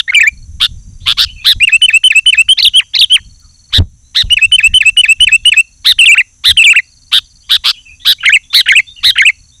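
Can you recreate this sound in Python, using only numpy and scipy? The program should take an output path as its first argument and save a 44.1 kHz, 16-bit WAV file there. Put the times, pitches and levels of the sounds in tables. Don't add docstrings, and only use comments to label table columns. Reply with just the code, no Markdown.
import sys
import numpy as np
from scipy import signal
from scipy.fft import rfft, irfft
from scipy.io import wavfile
from scipy.ndimage import uniform_filter1d

SR = 44100
rng = np.random.default_rng(int(sys.argv[2]) if len(sys.argv) > 2 else 0)


def decibels_to_gain(level_db):
    exponent = np.asarray(level_db, float) / 20
    return 10 ** exponent


def store_wav(level_fs):
    pcm = np.round(np.clip(np.atleast_2d(level_fs), -1, 1) * 32767)
    wavfile.write(sys.argv[1], SR, pcm.T.astype(np.int16))


N = 423360
SLAP_S = 3.7835

# (time [s], pitch [Hz], peak level [dB])
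PICKUP = [(0, 1740, -53.5), (.006, 1750, -11), (.0135, 1790, -14.5), (.0205, 2180, -11.5),
          (.0279, 2100, -3), (.0344, 2080, -20), (.0394, 1590, -41.5)]
CREAK = [(.0437, 1488, -45.5), (.0477, 1520, -17.5), (.0562, 1426, -21), (.0592, 1484, -14),
         (.0627, 2310, -10), (.0698, 2780, -20)]
SWING = [(.0683, 2627, -19.5), (.0711, 2352, -6.5), (.0746, 3073, 0), (.0821, 2930, 0.5),
         (.0871, 2370, -4.5), (.103, 2360, 3), (.1155, 2276, -3.5), (.123, 2173, -22)]
HOP = [(.1215, 2083, -18.5), (.1265, 1703, -11.5), (.1325, 2293, -0.9), (.1415, 2650, 2),
       (.147, 2470, -1.6), (.1525, 1972, -10)]
SCOOP = [(.151, 2018, -16), (.163, 1794, -1.5), (.1734, 1711, -9), (.185, 1841, -13.5), (.2053, 2390, 3),
         (.2108, 2373, -3), (.2203, 2372, -26)]
LEAD = [(0, 1994, -16), (.0035, 1970, -16.5), (.008, 2440, -7.5), (.0205, 2430, -3), (.0354, 2830, 3),
        (.0474, 2848, 0.5), (.0544, 2650, -22.5)]
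HIGH = [(0, 1398, -30.5), (.003, 1749, -24.5), (.0065, 2850, -12), (.0085, 2940, -0.4), (.0239, 2871, 2.5),
        (.0349, 3062, 1), (.0469, 2933, 0.8), (.0574, 3040, -40.5)]
SOFT_HIGH = [(0, 1408, -22.5), (.004, 2327, -21.5), (.006, 2790, -15), (.0095, 2936, -4.5),
             (.0239, 2890, 1), (.0349, 3062, 6), (.0449, 2953, -3), (.054, 3040, -45)]
DROP = [(.069, 2553, -21.5), (.0725, 2700, -5), (.078, 2652, 0.9), (.085, 2251, -6), (.089, 1995, -16),
        (.094, 1703, -12.5), (.103, 1820, -17), (.1065, 2246, -31.5), (.118, 2595, -21)]
RISE = [(.1125, 2526, -37), (.117, 2640, -23.5), (.12, 2602, -10.5), (.131, 2523, 1.5), (.159, 2729, 2.5),
        (.163, 2650, -4.5), (.167, 2693, -13.5), (.171, 2780, -35)]
PEAKED = [(0, 1521, -34.5), (.0055, 1652, -18), (.014, 1826, -8), (.019, 2060, -2.5), (.0225, 2820, -12.5),
          (.027, 2310, -9.5), (.0324, 2110, -3), (.038, 2020, -6.5), (.042, 1956, -15)]
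LOOP = [(.0405, 2858, -21), (.054, 3030, -14), (.057, 3700, 1), (.061, 4530, -4), (.066, 4770, -7),
        (.072, 4286, -4.5), (.079, 3450, 0.3), (.085, 2842, 0), (.0915, 2732, -1.5)]
FLICK = [(.09, 2720, -6), (.0935, 3880, 2.5), (.099, 3750, -1.5), (.112, 3107, 0), (.118, 2930, -31),
         (.128, 3270, -27)]
FALL = [(.163, 2540, -31), (.169, 2970, -13), (.189, 3015, -0.2), (.208, 3305, 1.5), (.221, 3010, 3),
        (.231, 2400, -7), (.2405, 1450, -26), (.2505, 950, -26), (.263, 940, -38)]
SLIDE = [(0, 1600, -31.5), (.0055, 2103, -22), (.008, 2910, -1.5), (.0105, 3102, 0), (.0334, 2603, 2.5),
         (.041, 2612, 2.5), (.0455, 2790, -4), (.061, 2677, 2.8), (.0703, 2310, -20)]
SADDLE = [(.069, 1941, -18.5), (.078, 3300, 0.5), (.0838, 3610, -2), (.088, 2964, -0.5), (.114, 2297, 2.5),
          (.1317, 2372, 1.5), (.1417, 2810, 1.5), (.162, 2545, -1.4), (.17, 1544, -22.5)]
CLOSE = [(.1685, 1479, -18.5), (.1742, 1330, -24.5), (.1872, 1586, -13.5), (.1994, 2650, 0.5),
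         (.207, 2827, -2.5), (.2227, 2397, -2), (.2257, 1880, -5), (.2347, 2140, -8.5), (.242, 1980, -38.5)]
GULP = [(0, 1856, -46.5), (.0025, 1827, -19), (.0065, 1833, -15.5), (.011, 1463, -13), (.0155, 1473, -16.5),
        (.0264, 1800, -11.5), (.031, 2132, 0.5)]
BUBBLE = [(.0295, 2044, -20), (.0329, 2900, 5), (.0369, 3327, -7), (.0405, 2506, -1.5), (.0454, 1988, -5),
          (.0619, 2262, 2), (.071, 1493, -6), (.0835, 1800, -6.5), (.0965, 2004, -31)]
CHIRP = [(.095, 2050, -19.5), (.1019, 2406, -1.5), (.1123, 2548, 1.5), (.1168, 3043, -1), (.124, 2720, 2.5),
         (.137, 2536, 0.5), (.1425, 1950, -5.5), (.149, 2204, -1.5), (.161, 2305, -38)]
# (time [s], length [factor], first note's start pitch [factor], its end pitch [factor], level [dB])
CHATTER = [(1.812, 1.004, 1.04, 1.007, -0.29), (2.0328, 0.99, 1.063, 1, 0.013), (2.2554, 1, 1.05, 1, -0.36),
           (4.5136, 0.99, 1.035, 1.016, -0.12), (4.7343, 1, 1.056, 1, -0.3),
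           (4.9642, 1.005, 1.006, 1.001, 0.17), (5.198, 1.005, 1.002, 1.028, 0.059),
           (5.4478, 0.99, 0.98, 1.01, 0.49)]
TRILLS = [(2.57, 1.0055, 1.001, 1.001, 0.12), (2.9337, 1.002, 1.001, .96, -0.24)]
WARBLES = [(5.9819, 1.001, 1.03, .99, 0.13), (6.565, 1.001, 1.047, 0.96, -0.074)]
GURGLES = [(8.2296, .95, 0.85, 1.01, -0.15), (8.6573, 0.97, 0.99, 0.95, -0.27),
           (9.1536, 0.99, 0.93, 1.02, -0.75)]
# ([(note shape, second-partial lift [dB], half-pitch line level [dB])], [sung phrases, as above])
PHRASES = [([(PICKUP, -2.9, -44.5), (CREAK, -12, -37.5), (SWING, 2, -44), (HOP, -6, -43.5),
           (SCOOP, -11, -51)], [(.0748, .999, 1.06, 0.99, .1)]), ([(LEAD, 1.5, -45.5), (DROP, 1.5, -46.5),
           (RISE, -1.5, -34)], [(1.6004, 1.015, 1, 0.99, -0.87)]), ([(HIGH, 2.2, -32.5)],
           [(2.4815, 1.044, 1.03, 1.083, -0.091)]), ([(SOFT_HIGH, 13, -42), (DROP, 2.8, -54),
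           (RISE, -1.5, -35.5)], [(4.2985, 0.98, 0.97, 1, -2.1)]), ([(HIGH, 5.7, -36), (DROP, 1.7, -48.5),
           (RISE, 0.14, -33)], CHATTER), ([(PEAKED, 35, -27), (LOOP, 11, -38.5), (FLICK, 3, -35),
           (FALL, 4.7, -35.5)], TRILLS), ([(SLIDE, 1.5, -29.5), (SADDLE, -0.86, -33), (CLOSE, -8, -46)],
           WARBLES), ([(GULP, 1.9, -8), (BUBBLE, -2.3, -49), (CHIRP, -7, -38.5)], GURGLES)]
# (time [s], pitch [Hz], peak level [dB])
DIP = [(0, 3294, -47), (.008, 3280, -33), (.018, 2874, -28), (.03, 2380, -38.5), (.04, 2810, -28),
       (.056, 3080, -27.5), (.066, 2990, -36), (.078, 3115, -45)]
RIPPLE = [(0, 2760, -57), (.013, 2570, -34), (.03, 2715, -33), (.04, 2433, -34), (.05, 2414, -38.5),
          (.07, 2663, -30), (.08, 2480, -34.5), (.095, 2486, -46.5), (.105, 2620, -56)]
HOOK = [(0, 2700, -55), (.01, 2840, -34), (.016, 3140, -33), (.024, 2900, -31), (.036, 2800, -28.5),
        (.044, 2683, -39), (.05, 2350, -52.5)]
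STEP = [(0, 2230, -52), (.008, 2285, -30), (.017, 2585, -46), (.027, 3035, -20), (.037, 2900, -28),
        (.052, 2500, -29), (.062, 2380, -39.5)]
# (note shape, time [s], length [factor], level [dB])
ANSWERS = [(DIP, 1.25, 1, 0), (RIPPLE, 1.353, .95, 0), (DIP, 7.722, 1.25, -5), (RIPPLE, 7.846, 1, -3),
           (HOOK, 8.956, 1, 0), (STEP, 8.181, 1, 0)]


def read(points, at):
    x, value = np.transpose(points)
    return np.interp(at, x, value)


def evened(x):
    return x / np.sqrt(np.mean(x ** 2) + 1e-20)


def smooth_noise(n, size):
    return evened(uniform_filter1d(rng.standard_normal(n), size=size))


def add(mix, s, sound):
    at = round(s * SR)
    part, sound = mix[max(at, 0):], sound[max(-at, 0):]
    part[:len(sound)] += sound[:len(part)]


def phase(hz):
    return 2 * np.pi * np.cumsum(hz) / SR


def resonate(x, hz, width_hz):
    turn = np.exp(1j * phase(hz * np.ones(len(x))))
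    r = np.exp(-np.pi * width_hz / SR)
    return 2 * (turn * signal.lfilter([(1 - r) ** 2], [1, -2 * r, r * r], x / turn)).real


def contour(rows, stretch=1):
    s, hz, db = np.transpose(rows)
    t = np.arange(0, (s[-1] - s[0]) * stretch, 1 / SR)
    at = t / stretch + s[0]
    hz, db = (uniform_filter1d(np.interp(at, s, c), size=45, mode="nearest") for c in (hz, db))
    hz = uniform_filter1d(hz, size=70, mode="nearest")
    return t / t[-1], hz, decibels_to_gain(db) * signal.windows.tukey(len(t), 130 / len(t))


def chorus():
    # (centre [Hz], width [Hz], level [dB])
    bands_db = [
        (3700, 300, -74.5),
        (6100, 1100, -52),
        (7420, 1200, -59),
        (9205, 1300, -65.5),
        (10200, 1800, -64),
        (256, 57, -67.5),
    ]
    throb = 1 + 0.19 * np.sin(2 * np.pi * 62 * np.arange(N) / SR)
    bands = []
    for hz, width_hz, db in bands_db:
        band = resonate(resonate(rng.standard_normal(N), hz, width_hz), hz, width_hz)
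        bands.append(decibels_to_gain(db) * evened(band))
    hiss = decibels_to_gain(-58) * rng.standard_normal(N)
    edge = signal.butter(8, 10800, fs=SR, output="sos")
    return signal.sosfilt(edge, sum(bands) + (throb - 1) * bands[1] + hiss)


def wind():
    # (frequency [Hz], level [dB per Hz])
    rumble_db = [(12, -30), (20, 4), (82, 0), (201, -19), (380, -46), (700, -68), (910, -100), (1540, -120)]
    # (time [s], peak level [dB], dying time [s])
    gust_rows = [(0.325, -29, 0.45), (0.69, -27.5, 0.34), (1.016, -25, 0.15), (1.257, -29, 0.071),
                 (1.555, -15, 0.024), (2.671, -27, 0.026), (3.206, -27, 0.061), (3.74, -16.5, 0.046),
                 (3.776, 5.5, 0.027), (4.236, -7, 0.039), (4.462, -26, 0.077), (4.671, -24, 0.11),
                 (5.2, -23, 0.079), (5.925, -30, 0.056), (6.489, -19.5, 0.034), (8.3, -39, 0.024),
                 (9.065, -22, 0.055)]
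    # (time [s], pressure step [full scale])
    flaps = [
        (3.801, -0.67),
        (3.8046, 1),
        (3.821, 0.43),
    ]
    breeze_db, rise_s, trim_db = -45.5, 0.0042, -1.5
    roar_db, lumps_db = -24.5, 3
    slap_hz, slap_db, slap_dying_s, flap_rise_s, flap_dying_s = 88, 3, .036, 0.00041, .004

    hz = np.fft.rfftfreq(N, 1 / SR)
    f, db = np.transpose(rumble_db)
    tilt_db = np.interp(np.log(hz + 1), np.log(f), db, right=-90)
    rumble = irfft(rfft(rng.standard_normal(N)) * decibels_to_gain(tilt_db), N)
    lumps = evened(uniform_filter1d(uniform_filter1d(rng.standard_normal(N), size=1800), size=1800))

    s, peak_db, dying_s = np.transpose(gust_rows)[..., None]
    late = np.arange(0, N + 64, 64) / SR - s - rise_s
    gusts = decibels_to_gain(peak_db + trim_db) * np.exp(-np.where(late < 0, -late / rise_s, late / dying_s))
    force = np.interp(np.arange(N) / 64, np.arange(late.shape[1]), decibels_to_gain(breeze_db) + gusts.sum(0))
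    turbulence = evened(resonate(rng.standard_normal(N), 200, 590))
    roar = decibels_to_gain(roar_db + lumps_db * lumps) * force ** 1.5 * turbulence

    t = np.arange(N) / SR - SLAP_S
    slap = np.exp(-(t / slap_dying_s) ** 2)
    swing = decibels_to_gain(slap_db) * slap * np.sin(2 * np.pi * slap_hz * t)
    ring = (t > 0) * np.clip(swing, -.8, .65)
    after = np.arange(1500) / SR
    for s, step in flaps:
        add(ring, s, step * np.exp(-after / flap_dying_s) * (1 - np.exp(-after / flap_rise_s)))
    return evened(rumble * decibels_to_gain(lumps_db * lumps)) * force * (1 - slap) + ring + roar


def crickets():
    # (first chirp [s], last chirp [s], pitch [Hz], level [dB])
    bouts = [(.325, 0.428, 4440, -48), (1.289, 1.432, 4450, -46), (3.2, 3.692, 4460, -47),
             (3.84, 3.94, 4370, -61), (5.388, 5.823, 4440, -52), (6.829, 7.069, 4450, -47),
             (7.21, 7.408, 4450, -47), (8.813, 9.007, 4450, -49), (9.293, 9.49, 4460, -47),
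             (6.845, 7.081, 4800, -53), (7.246, 7.471, 4830, -50), (8.834, 8.996, 4830, -54),
             (0.785, 1.042, 4780, -58), (7.826, 7.954, 4780, -55), (2.84, 2.9, 4780, -56),
             (1.679, 1.976, 4430, -51), (2.21, 2.45, 4750, -58), (3.4, 3.51, 4780, -58)]
    out, t = np.zeros(N), np.arange(0, .014, 1 / SR)
    for first, last, hz, db in bouts:
        stroke = decibels_to_gain(db) * np.sin(2 * np.pi * hz * t * (1 - 1.4 * t)) * np.hanning(len(t))
        period_s = .049 if hz < 4600 else .057
        for s in np.linspace(first, last, round((last - first) / period_s) + 1):
            first_db, second_db = 1.5 * rng.standard_normal(2) - 1
            add(out, s - .006, decibels_to_gain(6.5 + first_db) * stroke)
            add(out, s + .0075, decibels_to_gain(6 + second_db) * stroke)
    return out


def far_bird():
    # (time [s], length [s], start pitch [Hz], end
    # pitch [Hz], level [dB])
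    glides = [(0.997, 0.079, 3200, 4470, -44.5), (4.03, .08, 3900, 4170, -58),
              (7.419, 0.073, 2920, 3600, -53), (7.992, 0.055, 3200, 3900, -40),
              (8.429, 0.023, 3670, 3200, -45), (4.24, .055, 3200, 2600, -50),
              (8.497, 0.036, 3500, 3660, -35), (8.864, 0.055, 3500, 3680, -34),
              (4.68, .055, 1700, 2200, -51), (9.106, 0.032, 3286, 3200, -27), (9.51, 0.07, 3500, 3800, -52),
              (8.615, .022, 3000, 2800, -33), (8.705, .055, 3400, 3300, -29), (5.355, .04, 3800, 3300, -52),
              (9.003, .028, 2100, 1800, -52), (8.01, .035, 1900, 2000, -54), (1.405, .04, 3300, 3700, -48),
              (7.73, .05, 3330, 3300, -45), (3.412, .07, 1400, 1150, -60), (3.695, .035, 1000, 3600, -52),
              (5.42, .03, 3700, 3200, -52), (5.16, .04, 3400, 2000, -55), (4.45, .06, 3500, 3900, -56)]
    song = np.zeros(N)
    for s, length_s, start_hz, end_hz, db in glides:
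        width_hz = 50 + 0.48 * abs(end_hz - start_hz)
        hz = np.linspace(start_hz, end_hz, round(length_s * SR))
        line = np.sin(phase(hz)) * 120 / width_hz
        blur = evened(resonate(rng.standard_normal(len(hz)), hz, width_hz))
        add(song, s, decibels_to_gain(db) * evened(line + 0.53 * blur) * signal.windows.tukey(len(hz), .5))
    for shape, s, stretch, db in ANSWERS:
        u, hz, gain = contour(shape, stretch)
        flicker_db = 2.3 * smooth_noise(len(u), 250)
        add(song, s, decibels_to_gain(db) * gain * decibels_to_gain(flicker_db) * np.sin(phase(hz)))
    return song


def whistle(shape, overtone_db, half_db, stretch, first, last, db):
    # (pitch [Hz], level [dB])
    partial_db = [(950, 10), (1300, 0), (1650, -10), (2050, -17), (2250, -32), (2600, -40), (3200, -38),
                  (4500, -40)]
    waver_share, shimmer_db, patchiness_db = 0.0032, 0.46, 2.5
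    rasp_share, rasp_below_db, crackle_db = .1, -28, -13
    full_leak_db, fast_hz_per_s = 24.5, 130000

    u, hz, gain = contour(shape, stretch)
    waver, shimmer = smooth_noise(len(u), 120), smooth_noise(len(u), 120)
    weak = np.clip(20 * np.log10(gain + 1e-9) / rasp_below_db, 0, 1)
    rasp = rasp_share * weak ** 2 * smooth_noise(len(u), 25)
    hz = hz * (first + (last - first) * u + waver_share * waver + rasp)
    gain = gain * decibels_to_gain(shimmer_db * shimmer)
    turn = phase(hz)

    patchy_db = patchiness_db * evened(uniform_filter1d(shimmer, size=250))
    glide_hz_per_s = uniform_filter1d(abs(np.gradient(hz)), size=90) * SR
    leak_db = full_leak_db * weak * np.minimum(glide_hz_per_s / fast_hz_per_s, 1)
    second = decibels_to_gain(read(partial_db, hz) + overtone_db + patchy_db) + decibels_to_gain(leak_db - 44)
    tone = np.sin(turn) + second * np.sin(2 * turn + 1) + decibels_to_gain(-28) * second * np.sin(3 * turn)
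    halves = decibels_to_gain(min(half_db, -34)) * np.sin(turn / 2)
    halves = halves + decibels_to_gain(half_db - patchy_db) * np.sin(3 * turn / 2)

    air = evened(resonate(rng.standard_normal(len(u)), hz + 300, 1400))
    ends = np.abs(2 * u - 1) ** 12
    breath = (decibels_to_gain(-41.5) + decibels_to_gain(crackle_db) * ends * weak) * air
    return decibels_to_gain(db + 2) * gain * (tone / np.sqrt(1 + second ** 2) + halves + breath)


def buzz(length_s, top_hz, crest_s, db, from_hz, to_hz):
    # (time [share of length], climb [share], level [dB])
    arch = [(0, 0.022, -34.5), (.06, .1, -14.5), (.18, .42, -5.5), (.24, 0.76, -2), (.33, 0.9, -1),
            (.6, 0.97, -0.5), (.85, .85, -1), (.93, 0.57, -5.5), (1, 0.42, -23)]
    start_hz, throat_width_hz, throat_steep = 970, 532, 0.7
    beak_hz, beak_width_hz, beak_db = 8100, 470, -16.5
    tight_hz, flutter_per_s, faster_per_hz, slowing_per_s2 = 2000, 106, .022, -420
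    depth, deeper_per_hz, early_depth = .062, .00022, 0.054
    stumble_turns, uneven_share = .15, .15
    jitter_share, rougher_per_hz, ragged, late_climb_per_hz = .01, .00006, 0.099, 0.0011
    hollow_db, throb_db, full_pinch_db = -24, 15, -3.5

    u, climb, gain = contour(arch, length_s)
    slack_hz, t = max(tight_hz - top_hz, 0), u * length_s - crest_s
    stumble, uneven = smooth_noise(len(u), 350), smooth_noise(len(u), 350)
    rate = flutter_per_s + faster_per_hz * slack_hz + slowing_per_s2 * t / 2
    flutter = np.cos(2 * np.pi * t * rate + stumble_turns * stumble)
    late = depth + deeper_per_hz * slack_hz
    opening = np.interp(u, [.12, .25, .6], [0, late + early_depth, late])
    swing = flutter * (1 + uneven_share * uneven) * opening

    jitter = smooth_noise(len(u), 30)
    roughness = jitter_share + rougher_per_hz * slack_hz + ragged * (1 - climb) ** 2
    climb_hz = (top_hz - start_hz) * climb * (1 + late_climb_per_hz * slack_hz * (u - .5))
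    hz = (start_hz + climb_hz) * np.exp(swing + roughness * jitter)
    turn = phase(hz)

    tone, throat_hz = 0, from_hz + (to_hz - from_hz) * u
    partials_db = [1.5 - 0.00086 * slack_hz + hollow_db * swing, 1.5, -4, -10.5, -11, -15]
    for k, part_db in enumerate(partials_db, 1):
        throat = (1 + ((hz * k - throat_hz) / throat_width_hz) ** 2) ** -throat_steep
        beak = decibels_to_gain(beak_db) / (1 + ((hz * k - beak_hz) / beak_width_hz) ** 2)
        tone = tone + decibels_to_gain(part_db) * (throat + beak) * np.sin(k * turn)
    air = evened(resonate(rng.standard_normal(len(u)), 3700, 4400))
    voice = evened(tone) + decibels_to_gain(-27) * gain ** 0.79 * air + decibels_to_gain(-25) * np.sin(3 * turn / 2)

    pinch_db = full_pinch_db * max(1 - slack_hz / 150, 0) * np.maximum(flutter, 0) ** 2 * (1 + .5 * stumble)
    level_db = db + pinch_db + throb_db * swing + 1.1 * uneven + 0.65 * (flutter - 3)
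    return decibels_to_gain(level_db) * gain * voice


def snap(db):
    return decibels_to_gain(db) * np.diff(rng.standard_normal(150)) * np.exp(-np.arange(149) / 45)


def bulbul():
    # (time [s], length [s], top pitch [Hz], a flutter crest after the start [s], level [dB])
    calls = [(-.074, 0.086, 1956, .047, -1.7), (0.598, 0.072, 1606, .0415, -4.5),
             (1.056, 0.078, 1498, .0415, -6), (1.169, 0.084, 1664, 0.042, -4),
             (1.441, 0.094, 1940, .0456, 0), (3.722, 0.074, 1852, .043, -4),
             (4.143, 0.087, 2009, .046, -3.5), (5.843, 0.087, 2024, .0469, 1),
             (6.436, 0.087, 1954, .0408, 1.5), (7.113, 0.082, 1732, .0425, -2.5),
             (7.49, 0.083, 1772, .0449, -3), (7.636, 0.085, 1462, .0475, -4.5),
             (8.046, 0.09, 1836, 0.047, -0.5), (8.526, 0.093, 2117, .0494, 1.45),
             (9.028, 0.088, 2060, 0.045, 0.5)]
    # (start [Hz], end [Hz])
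    throats = [(3416, 3370), (3520, 3800), (3300, 3900), (3800, 4680), (3700, 3800), (3700, 3800),
               (3700, 3800), (3700, 3700), (3700, 3400), (3500, 3670), (3610, 3820), (3670, 4570),
               (3750, 4100), (3988, 3320), (3750, 3530)]
    # (time [s], level [dB])
    snaps = [(7.2, -38.5), (8.1, -45), (3.9, -48), (4.24, -44.5), (8.163, -49.5), (1.9, -32), (2.4, -36.5),
             (3.4, -41.5)]
    song = np.zeros(N)
    for notes, sung in PHRASES:
        for s, stretch, first, last, db in sung:
            for k, (shape, overtone_db, half_db) in enumerate(notes):
                bend = (first, last) if k == 0 else (1, 1)
                note = whistle(shape, overtone_db, half_db, stretch, *bend, db)
                add(song, s + shape[0][0] * stretch, note)
    for (s, *call), throat in zip(calls, throats):
        add(song, s, buzz(*call, *throat))
    for s, db in snaps:
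        add(song, s, snap(db))
    return song


def field(x):
    near_db, near_t60_s, far_t60_s = 13, 0.057, 0.27
    taps, at = np.zeros(SR // 2), np.arange(300, SR // 2 - 22, 22)
    taps[at + rng.integers(0, 22, len(at))] = rng.choice([-1., 1.], len(at))
    t = np.arange(len(taps)) / SR
    taps *= decibels_to_gain(-60 * t / far_t60_s) + decibels_to_gain(near_db - 60 * t / near_t60_s)
    return signal.fftconvolve(x, taps / np.linalg.norm(taps))[:N]


def scene():
    duck, recovery_s = 0.71, 0.22
    near, far, chirps = bulbul(), far_bird(), crickets()
    thin = signal.lfilter(*signal.butter(4, 2450, "high", fs=SR), near)
    echoes = field(decibels_to_gain(-28.5) * thin + decibels_to_gain(-3) * far + decibels_to_gain(-11.5) * chirps)
    air = near + far + echoes + chirps + chorus()
    late = np.arange(N) / SR - SLAP_S - .007
    ducking = 1 - duck * (late > 0) * np.exp(-(late / recovery_s) ** 2)
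    return (air * ducking + wind())[None]


def band_limit(x):
    return signal.sosfilt(signal.butter(12, 15710, fs=SR, output="sos"), x)


def record(dry):
    ceiling, knee = decibels_to_gain(-0.86), 9
    clipped = dry / (1 + abs(dry / ceiling) ** knee) ** (1 / knee)
    edge = signal.firwin2(255, [0, 10500, 12500, 15300, 15700, SR / 2], [1, 1, .75, .7, 0, 0], fs=SR)[None]
    return band_limit(signal.oaconvolve(clipped, edge, "same"))


dry = scene()
out = record(dry)
store_wav(out)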